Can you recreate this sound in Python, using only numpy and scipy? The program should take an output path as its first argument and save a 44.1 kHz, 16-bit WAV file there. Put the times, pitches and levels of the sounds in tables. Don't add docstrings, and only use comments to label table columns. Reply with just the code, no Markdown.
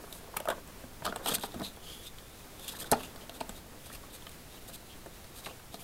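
import sys
import numpy as np
from scipy import signal
from scipy.fft import rfft, irfft, next_fast_len
from scipy.io import wavfile
from scipy.ndimage import uniform_filter1d

SR = 44100
rng = np.random.default_rng(int(sys.argv[2]) if len(sys.argv) > 2 else 0)


def boost(x):
    u = np.asarray(x, float) / 20
    return 10 ** u


def bounce(signal):
    frames = np.transpose(np.atleast_2d(signal))
    limited = np.clip(frames, -1, 1)
    pcm = np.round(limited * 32767).astype(np.int16)
    wavfile.write(sys.argv[1], SR, pcm)


N = 257230

# frequency in Hz, level in dB per Hz.
FLOOR_SPECTRUM = [(8.8, 2), (15, 2.5), (45, -1), (118, -5), (218, -8.5), (300, -10.5), (678, -14.5),
                  (907, -18), (1140, -19), (2240, -20), (3770, -22.5), (7370, -24.5), (10400, -24.5),
                  (15700, -26)]
# frequency in Hz, T60 in seconds.
ROOM_DECAY = [(200, 0.3), (1000, 0.17), (4000, 0.16), (12000, 0.07)]
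# frequency in Hz, level in dB.
BINDER_MODES = [(205, -6.5), (436, 2.5), (640, 8), (856, 5.5), (1050, -7), (1250, 5.5), (1480, 7),
                (1700, 2.5), (2000, -12), (2450, -12)]
RING_MODES_HZ = [8670, 12040]
# frequency in Hz, level in dB per Hz.
FILM_HISS = [(2940, -9), (5000, -17), (5900, 0), (7640, 5.5), (8820, 4.5), (9560, 12), (12600, 7.5),
             (15700, 0), (16200, -16), (16400, -42)]
# frequency in Hz, level in dB per Hz.
FILM_BODY = [(1350, -13), (2300, -11), (2430, -3.5), (2920, -3.5), (3260, -2), (5050, -2.5), (5560, -11.5),
             (6500, -8), (8450, -17), (14300, -120)]
# frequency in Hz, level in dB per Hz.
STACK_FLEX = [(59, -36), (100, -32), (183, 7.5), (355, 0.5), (434, 3.5), (1030, -1.5), (1190, -1.5),
              (1880, -9), (2500, -22), (3250, -39), (5500, -120)]
# time in seconds, level in dB.
HAND_GRIP = [(0, -50), (.13, -49.5), (.34, -48.5), (1.1, -54), (1.3, -35.5), (1.5, -48), (1.62, -40.5),
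             (1.69, -54), (1.85, -50.5), (2.18, -56), (2.43, -53.5), (2.82, -43.5), (3.0, -43), (3.09, -48),
             (3.59, -51), (4.55, -56.5), (5.36, -53), (5.83, -52.5)]
# middle in seconds, half length in seconds, rubbing in dB, pocket pitch in Hz, hiss share in dB.
FILM_SLIDES = [(0.146, 0.031, -64, 3800, 19), (0.346, 0.22, -56, 3000, -15),
               (1.075, 0.033, -37.5, 3300, -3), (1.52, 0.13, -49.5, 3660, -2),
               (1.67, 0.048, -48.5, 3750, 6), (1.885, 0.065, -40, 3130, -4),
               (1.973, 0.089, -44.5, 3300, 1.5), (2.212, 0.061, -59, 3470, 3), (2.39, 0.14, -53, 3780, 2),
               (2.673, 0.08, -39.5, 3500, -0.5), (3, 0.1, -44.5, 3560, 2), (3.59, 0.055, -57, 3480, -8),
               (3.882, 0.069, -50, 3350, 4), (4.156, 0.12, -57, 3570, -3), (4.77, 0.41, -56.5, 4050, 3),
               (5.365, 0.21, -56, 3820, 1), (5.83, 0.05, -51, 3260, 11)]
# start in seconds, pocket peak in dB, hiss share in dB, pocket pitch in Hz, length in seconds.
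FIRM_SCRAPES = [(1.041, -49, 9, 3500, .02), (1.236, -42, 4.5, 3740, 0.061),
                (1.274, -28.5, 5.5, 3140, 0.029), (1.28, -43, -1, 3830, 0.046),
                (1.296, -41, 4, 4100, 0.015), (1.307, -30, 0, 3430, 0.031), (1.323, -38, 7, 4330, 0.013),
                (1.3397, -39.5, 23, 4560, 0.023), (1.36, -51, 8, 4300, 0.013),
                (1.416, -39, 4.5, 3540, 0.049), (1.451, -44, 8, 3560, 0.024), (1.631, -35, -3, 3800, 0.051),
                (1.669, -42, -5, 3870, 0.027), (2.028, -49, 6, 3700, 0.035),
                (2.058, -37, -4.5, 3500, 0.036), (2.68, -35.5, 3, 3300, 0.028),
                (2.735, -50, -12, 1500, 0.047), (2.791, -44, 12.5, 4000, 0.039),
                (2.818, -37.5, 2, 3440, 0.023), (2.993, -41.5, -2, 2900, 0.033),
                (3.028, -41, -2, 2750, 0.046), (3.21, -47, -9, 2950, 0.037),
                (3.925, -50, 12.5, 2520, 0.051), (4.098, -49, -3, 3400, .03), (4.563, -50, -6, 2900, 0.034),
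                (4.894, -46, -10, 3180, 0.066), (5.486, -45.5, -4, 2720, 0.051),
                (5.798, -46.5, 3, 2680, 0.036)]
# start in seconds, pocket peak in dB, hiss share in dB, length in seconds.
LIGHT_BRUSHES = [(0.124, -55, 0, 0.0087), (0.138, -67.5, 22.5, 0.081), (2.622, -50, 7, 0.038),
                 (2.709, -44.5, 8.5, 0.037), (2.754, -45.5, 4, 0.033), (2.857, -43, 1.5, 0.03),
                 (3.341, -48, 5.5, 0.051), (3.552, -47, 2, 0.049), (3.856, -54.5, 15.5, 0.025),
                 (4.132, -48, 10.5, 0.048), (4.502, -52.5, 1, 0.096), (4.676, -57, 17.5, 0.036),
                 (4.734, -50, 14.5, 0.039), (5.358, -50.5, 10.5, 0.066), (5.442, -44, 5, 0.049),
                 (5.723, -45.5, 1.5, 0.055)]
# start in seconds, peak in dB, pitch in Hz.
DESK_THUMPS = [(0.039, -43, 400), (.23, -45, 398), (.285, -40, 480), (0.484, -40, 317), (0.518, -44, 288),
               (0.841, -34, 240), (1.021, -35, 148), (1.077, -29.5, 220), (1.097, -29, 212),
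               (1.291, -40, 149), (1.316, -25, 195), (1.336, -26, 213), (1.383, -31.5, 205),
               (1.439, -47, 240), (1.543, -32, 346), (1.559, -27, 230), (1.597, -33, 268),
               (1.616, -26, 201), (1.631, -31.5, 218), (2.9183, -19, 209), (2.921, -17.5, 430),
               (2.9265, -19, 237), (2.931, -22, 438), (2.938, -27, 213), (2.952, -33, 205),
               (3.032, -42, 267), (3.158, -39, 262), (3.411, -31, 260), (3.494, -32, 202),
               (5.057, -40, 216), (5.067, -38, 357), (5.468, -43, 414), (5.482, -42, 160),
               (5.301, -42, 350), (5.742, -33.5, 202), (5.748, -40, 438)]
# start in seconds, peak in dB, pitch in Hz.
FILM_PINGS = [(0.126, -35, 3820), (0.371, -28, 2700), (0.491, -41, 3200), (0.516, -37, 3370),
              (1.053, -40, 8620), (1.0536, -32, 3630), (1.076, -42, 4460), (1.097, -48, 3430),
              (1.16, -33, 8700), (1.278, -30, 3360), (1.3036, -39, 4110), (1.3184, -30, 3500),
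              (1.3277, -40, 3400), (1.3405, -47, 4400), (1.355, -26, 3800), (1.3597, -33, 4470),
              (1.6407, -39, 4020), (1.648, -29, 3930), (1.657, -34, 3830), (1.6667, -32, 3750),
              (2.07, -39, 3650), (2.934, -29.5, 2530), (2.943, -40, 4400), (2.95, -41, 4300),
              (3.295, -41, 2800), (3.295, -43, 3860), (3.409, -37, 8200), (3.413, -38, 2480),
              (3.493, -33, 7770), (3.802, -49, 3120), (4.223, -42, 3330), (4.2688, -39, 2980),
              (4.2703, -42, 1770), (5.46, -40, 3920), (5.466, -42, 1700), (5.7425, -47, 4530)]
# start in seconds, peak in dB, pitch in Hz.
HARD_SNAP_MODES = [
    (2.9152, -21, 8370),
    (2.9152, -18.5, 9960),
    (2.9152, -22, 11400),
    (2.9152, -28, 13400),
    (2.9153, -27, 6500),
    (2.9157, -26.5, 4220),
    (2.9183, -29, 9200),
]
# strike in seconds, film peak in dB, ring share in dB, film pitch in Hz.
RING_FOOT_TICKS = [(0.675, -56, 15, 2480), (1.0214, -43, -13, 2330), (1.16, -31.5, -0.5, 3100),
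                   (1.383, -38, 0, 3660), (1.396, -48, 13, 2910), (1.542, -41, -3, 3040),
                   (2.1847, -38, -19, 3470), (2.6804, -38.5, 10, 3760), (2.843, -43, 5, 3560),
                   (2.9194, -27, 10, 5700), (2.9305, -24, -23, 2200), (3.1596, -41, -3, 4030),
                   (3.409, -33.5, -3, 4070), (3.493, -34.5, -2, 3370), (4.2235, -52, -12, 3300),
                   (4.267, -37.5, -12, 2860), (4.293, -44, 4, 3850), (4.3154, -49, 7, 3870),
                   (5.06, -54.5, 14, 2620), (5.243, -45, -11, 3910), (5.466, -49, -3, 3780)]
# strike in seconds, film peak in dB, ring share in dB, film pitch in Hz.
RING_TIP_TICKS = [(0.1265, -38, 3, 3700), (.3689, -24.5, 5, 2580), (.3723, -30.5, 1, 2520),
                  (.4018, -34, 3, 2610), (.4544, -38, -3, 2390), (1.0636, -24.5, -11, 3580),
                  (1.0983, -41, -14, 3350), (1.125, -40, -12, 3500), (1.26, -24, -5, 3120),
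                  (1.4103, -38, 0, 3710), (1.5197, -42, -10, 3770), (1.5973, -37, -4, 4000),
                  (1.6175, -40, -2, 3900), (2.596, -42, 5, 4630), (2.648, -50, 13, 3470),
                  (3.033, -39.5, 9, 2690), (3.405, -33, -13, 3000), (3.2946, -34.5, -5.5, 3750),
                  (4.0342, -49, -11, 3940), (5.7423, -33, -9, 3830)]
# strike in seconds, film peak in dB, ring share in dB, film pitch in Hz.
EDGE_RIFFLES = [
    (.4863, -29, -2, 3100),
    (0.5018, -27.5, -1, 3180),
    (1.0485, -32, -13, 3960),
    (1.0532, -28.5, 2.5, 3460),
    (1.435, -32.5, -13, 3670),
    (5.4595, -30, -21, 2670),
]
# strike in seconds, film peak in dB, ring share in dB, film pitch in Hz.
RING_SNAPS = [(0.366, -38, 11, 2940), (0.4858, -38, 8, 3200), (.5025, -41, 5, 4200), (1.361, -33, 1, 5500),
              (1.365, -37, -7, 4300), (1.6172, -44, -12, 2300), (1.7635, -43, 3, 3500),
              (1.9, -44, -8, 4200), (2.679, -42, 1, 3620), (2.8285, -47, 0, 3611), (2.9154, -31, 9, 4100),
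              (2.9163, -25, 5, 3940), (3.0095, -45, 6, 3600), (3.211, -42, -8, 3500),
              (5.596, -44, -8, 3024)]
# ring pitch in Hz, T60 in seconds.
RING_CONTACTS = [
    (7850, 0.032),
    (11900, 0.023),
    (7750, 0.053),
    (10400, 0.0056),
]
# start in seconds, peak in dB, panel pitch in Hz.
PAGE_FLOPS = [(.0385, -38.5, 580), (.126, -45, 626), (.3405, -35.5, 1000), (.3652, -27, 870),
              (.369, -27.5, 1250), (.396, -41, 900), (.4013, -38, 820), (.4045, -31.5, 580),
              (.455, -29.5, 650), (.4745, -26.5, 1250), (.4855, -18, 600), (.4887, -30, 630),
              (.4995, -24.5, 920), (.503, -21.5, 560), (.5135, -27, 1570), (.517, -31, 696),
              (.5235, -30, 1070), (.533, -39, 1200), (.838, -39, 568)]
# start in seconds, peak in dB, panel pitch in Hz.
SQUARING_KNOCKS = [(1.0217, -34.5, 930), (1.0468, -32, 786), (1.053, -28, 980), (1.0595, -28, 734),
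                   (1.0643, -25, 1215), (1.069, -35, 680), (1.0759, -26, 1310), (1.085, -33, 1190),
                   (1.09, -36, 454), (1.095, -44, 1120), (1.106, -46, 750), (1.1241, -26.5, 1430),
                   (1.14, -40, 1300), (1.157, -37, 1200), (1.1598, -28, 730), (1.1637, -35, 920),
                   (1.2583, -26, 660), (1.2625, -25.5, 776), (1.268, -44, 630), (1.282, -29.5, 850),
                   (1.293, -30, 1254), (1.318, -27, 480), (1.334, -36, 543), (1.383, -39, 1560),
                   (1.436, -26.5, 877), (1.441, -29.5, 805), (1.5415, -35, 615), (1.5455, -37, 640),
                   (1.559, -44, 600), (1.597, -45, 780), (1.6035, -41, 620), (1.6166, -30.5, 650),
                   (1.63, -45, 620)]
# start in seconds, peak in dB, panel pitch in Hz.
THREADING_KNOCKS = [(2.736, -41, 890), (2.75, -40, 1710), (2.813, -40, 1740), (2.843, -39.5, 1520),
                    (2.912, -39, 820), (2.9155, -25.5, 784), (2.921, -20, 600), (2.9222, -16.5, 610),
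                    (2.9264, -18.5, 872), (2.931, -25, 870), (2.9335, -19, 855), (2.9358, -21.5, 786),
                    (2.942, -30, 800), (2.9455, -38, 694), (2.95, -38, 640), (2.955, -39, 586),
                    (2.986, -44, 810), (3.005, -39, 1100), (3.032, -45, 430), (3.16, -43, 710),
                    (3.2935, -37, 680), (3.4077, -30.5, 657), (3.4103, -27.5, 927), (3.417, -46, 845),
                    (3.4928, -35, 790), (3.805, -61, 1000), (3.9, -40, 1310), (3.916, -42, 1840),
                    (3.954, -44, 1170), (4.035, -43, 1120), (4.222, -46, 980), (4.267, -42.5, 1240),
                    (4.694, -42, 550), (5.0595, -37.5, 563), (5.244, -48, 1300), (5.464, -32, 1165),
                    (5.47, -35.5, 810), (5.485, -41, 1090), (5.508, -39, 516), (5.598, -48, 1520),
                    (5.742, -35.5, 700)]

FLOOR_DB, ROOM_DB = -50, -14.5
POCKET_WIDTH_HZ = 720
BRUSH_HZ, STROKE_RISE = 3710, 0.59
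RUB_REST_DB, SLIDE_EDGE = -73, 2.1
PING_RISE_S, PING_T60_S = 0.00033, 0.0078
APPROACH_S, APPROACH_DB = .005, -25
KNOCK_T60_S, HARD_DAMPING, SOFT_DB = 0.026, 0.079, -6
STIFF_DAMPING = 0.41


def evened(x):
    return x / np.sqrt(np.mean(x ** 2) + 1e-20)


def peaked(x):
    return x / (abs(x).max() + 1e-12)


def read(points, hz):
    f, value = np.transpose(points)
    return np.interp(np.log(hz + 1), np.log(f + 1), value)


def add(mix, s, sound):
    part = mix[round(s * SR):][:len(sound)]
    part += sound[:len(part)]


def sine(hz, t):
    return np.sin(2 * np.pi * hz * t)


def decay(t, t60):
    return boost(-60 * t / t60)


def coloured(x, points):
    size = next_fast_len(len(x))
    gain = boost(read(points, np.fft.rfftfreq(size, 1 / SR)))
    return evened(irfft(rfft(x, size) * gain, size)[:len(x)])


def resonate(x, hz, width):
    turn = np.exp(2j * np.pi * np.cumsum(hz * np.ones(len(x))) / SR)
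    r = np.exp(-np.pi * width / SR)
    smooth = signal.lfilter([(1 - r) ** 2], [1, -2 * r, r * r], x / turn + 1e-18)
    return (turn * smooth).real


def slips(per_s, spread_db):
    size = boost(spread_db * np.minimum(rng.exponential(1, N), 4)) * rng.standard_normal(N)
    return evened(size * (rng.random(N) < per_s / SR))


def lumps(samples, depth_db):
    smooth = uniform_filter1d(rng.standard_normal(N), samples)
    return boost(depth_db * evened(uniform_filter1d(smooth, samples)))


def floor():
    return boost(FLOOR_DB) * coloured(rng.standard_normal(N), FLOOR_SPECTRUM) * lumps(2000, 0.7)


def room(x):
    taps = np.zeros(SR // 2)
    at = np.arange(200, SR // 2 - 20, 20)
    taps[at + rng.integers(0, 20, len(at))] = rng.choice([-1., 1.], len(at))
    hz, t, z = signal.stft(taps, SR, nperseg=256)
    fading = z * decay(t, read(ROOM_DECAY, hz)[:, None])
    tail = signal.istft(fading, SR, nperseg=256)[1]
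    return signal.fftconvolve(x, tail / np.linalg.norm(tail))[:N]


def handling():
    t = np.arange(N) / SR
    middle, half, rub_db, pocket_hz, hiss_db = np.transpose(FILM_SLIDES)
    pressure = np.full(N, boost(RUB_REST_DB))
    for s, h, db in zip(middle, half, rub_db):
        pressure += boost(db) * np.exp(-abs((t - s) / h) ** SLIDE_EDGE)
    drive = slips(17000, 1.2) * lumps(330, 0.81)
    pocket = evened(resonate(drive, np.interp(t, middle, pocket_hz), POCKET_WIDTH_HZ))
    body = coloured(drive, FILM_BODY)
    hiss = coloured(drive, FILM_HISS) + 0.2 * body
    rub = pocket + 0.84 * body + boost(np.interp(t, middle, hiss_db)) * hiss
    flex = coloured(slips(3500, 1.3) * lumps(500, 2.6), STACK_FLEX)
    grip_db = np.interp(t, *np.transpose(HAND_GRIP))
    return boost(-16.0) * pressure * rub + boost(grip_db - 6.5) * flex


def scrapes():
    out = np.zeros(N)
    drive = slips(20000, .95) * lumps(90, 1.3)
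    rings = sum(evened(resonate(drive, hz, 1700)) for hz in RING_MODES_HZ)
    hiss = evened(coloured(drive, FILM_HISS) + .6 * rings) * lumps(150, 1.1)
    body = coloured(drive, FILM_BODY)
    brushes = [(s, db, hiss_db, BRUSH_HZ, length) for s, db, hiss_db, length in LIGHT_BRUSHES]
    for s, peak_db, hiss_db, pocket_hz, length in list(FIRM_SCRAPES) + brushes:
        s = s - 0.59 * STROKE_RISE * length
        at = slice(round(s * SR), round((s + 1.57 * max(length, .009)) * SR))
        u = np.linspace(0, 1.4, len(drive[at]))
        stroke = np.sin(np.pi / 2 * np.minimum(u / STROKE_RISE, 1)) ** 2 * np.exp(-u ** 12.0)
        narrowing_hz = pocket_hz * (1 + 0.099 * (u - .4))
        pocket = evened(resonate(drive[at], narrowing_hz, POCKET_WIDTH_HZ))
        film = 0.64 * body[at] + boost(hiss_db) * (hiss[at] + 0.5 * body[at])
        add(out, s, boost(peak_db - 12.5) * stroke * (pocket + film))
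    return out


def thumps():
    out, t = np.zeros(N), np.arange(6000) / SR
    for s, peak_db, thump_hz in DESK_THUMPS:
        top = sine(thump_hz, t) * decay(t, 0.045)
        push = 0.15 * sine(70, t) * decay(t, 0.18)
        add(out, s, boost(peak_db) * (top + push) * (1 - np.exp(-t / 0.0023)))
    return out


def pings():
    out, t = np.zeros(N), np.arange(1500) / SR
    shape = decay(t, PING_T60_S) * (1 - np.exp(-t / PING_RISE_S)) ** 2
    for s, peak_db, ping_hz in list(FILM_PINGS) + list(HARD_SNAP_MODES):
        add(out, s, boost(peak_db) * peaked(sine(ping_hz, t) * shape))
    return out


def ticks():
    out, t = np.zeros(N), np.arange(3000) / SR
    late = np.maximum(t - APPROACH_S, 0)
    graze = boost(APPROACH_DB) * np.minimum(t / APPROACH_S, 1)
    attack = graze + (1 - np.exp(-late / 0.00023)) ** 2
    kinds = (RING_FOOT_TICKS, RING_TIP_TICKS, EDGE_RIFFLES, RING_SNAPS)
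    for events, (ring_hz, t60) in zip(kinds, RING_CONTACTS):
        for s, peak_db, ring_db, film_hz in events:
            rattle = rng.standard_normal(len(t)) * decay(late, t60) * attack
            crack = rattle * (0.37 + decay(late, 0.0066))
            film = peaked(resonate(rattle, film_hz, 1970))
            film = peaked(film + 0.99 * peaked(resonate(crack, 2400, 10000)))
            ring = peaked(resonate(crack, ring_hz, 2600))
            ring = peaked(ring + 3.1 * peaked(resonate(crack, 9340, 7800)))
            add(out, s - APPROACH_S, boost(peak_db) * (film + boost(ring_db) * ring))
    return out


def knocks():
    out, t = np.zeros(N), np.arange(6000) / SR
    hz, db = np.transpose(BINDER_MODES)[:, :, None]
    attack = (1 - np.exp(-t / 0.00054)) ** 2
    for s, peak_db, pitch_hz in list(PAGE_FLOPS) + list(SQUARING_KNOCKS) + list(THREADING_KNOCKS):
        lean, detune = rng.standard_normal((2, len(hz), 1))
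        t60 = KNOCK_T60_S * boost(-HARD_DAMPING * (peak_db - SOFT_DB)) * (640 / pitch_hz) ** STIFF_DAMPING
        panel = sine(pitch_hz, t) * decay(t, t60)
        mode_t60 = 1.3 * t60 * (640 / hz) ** 0.6
        modes = boost(db - 14 + 2.5 * lean) * decay(t, mode_t60) * sine(hz * (1 + 0.04 * detune), t)
        add(out, s, -boost(peak_db) * peaked((panel + modes.sum(0)) * attack))
    return out


def scene():
    desk = handling() + scrapes() + thumps() + pings() + ticks() + knocks()
    return (desk + boost(ROOM_DB) * room(desk) + floor())[None]


def top_cut(x):
    return signal.sosfilt(signal.butter(12, 16000, fs=SR, output="sos"), x)


def record(dry):
    lowpass = signal.firwin(301, 15850, fs=SR)[None]
    limited = signal.oaconvolve(dry, lowpass, "same")
    return top_cut(limited)


dry = scene()
out = record(dry)
bounce(out)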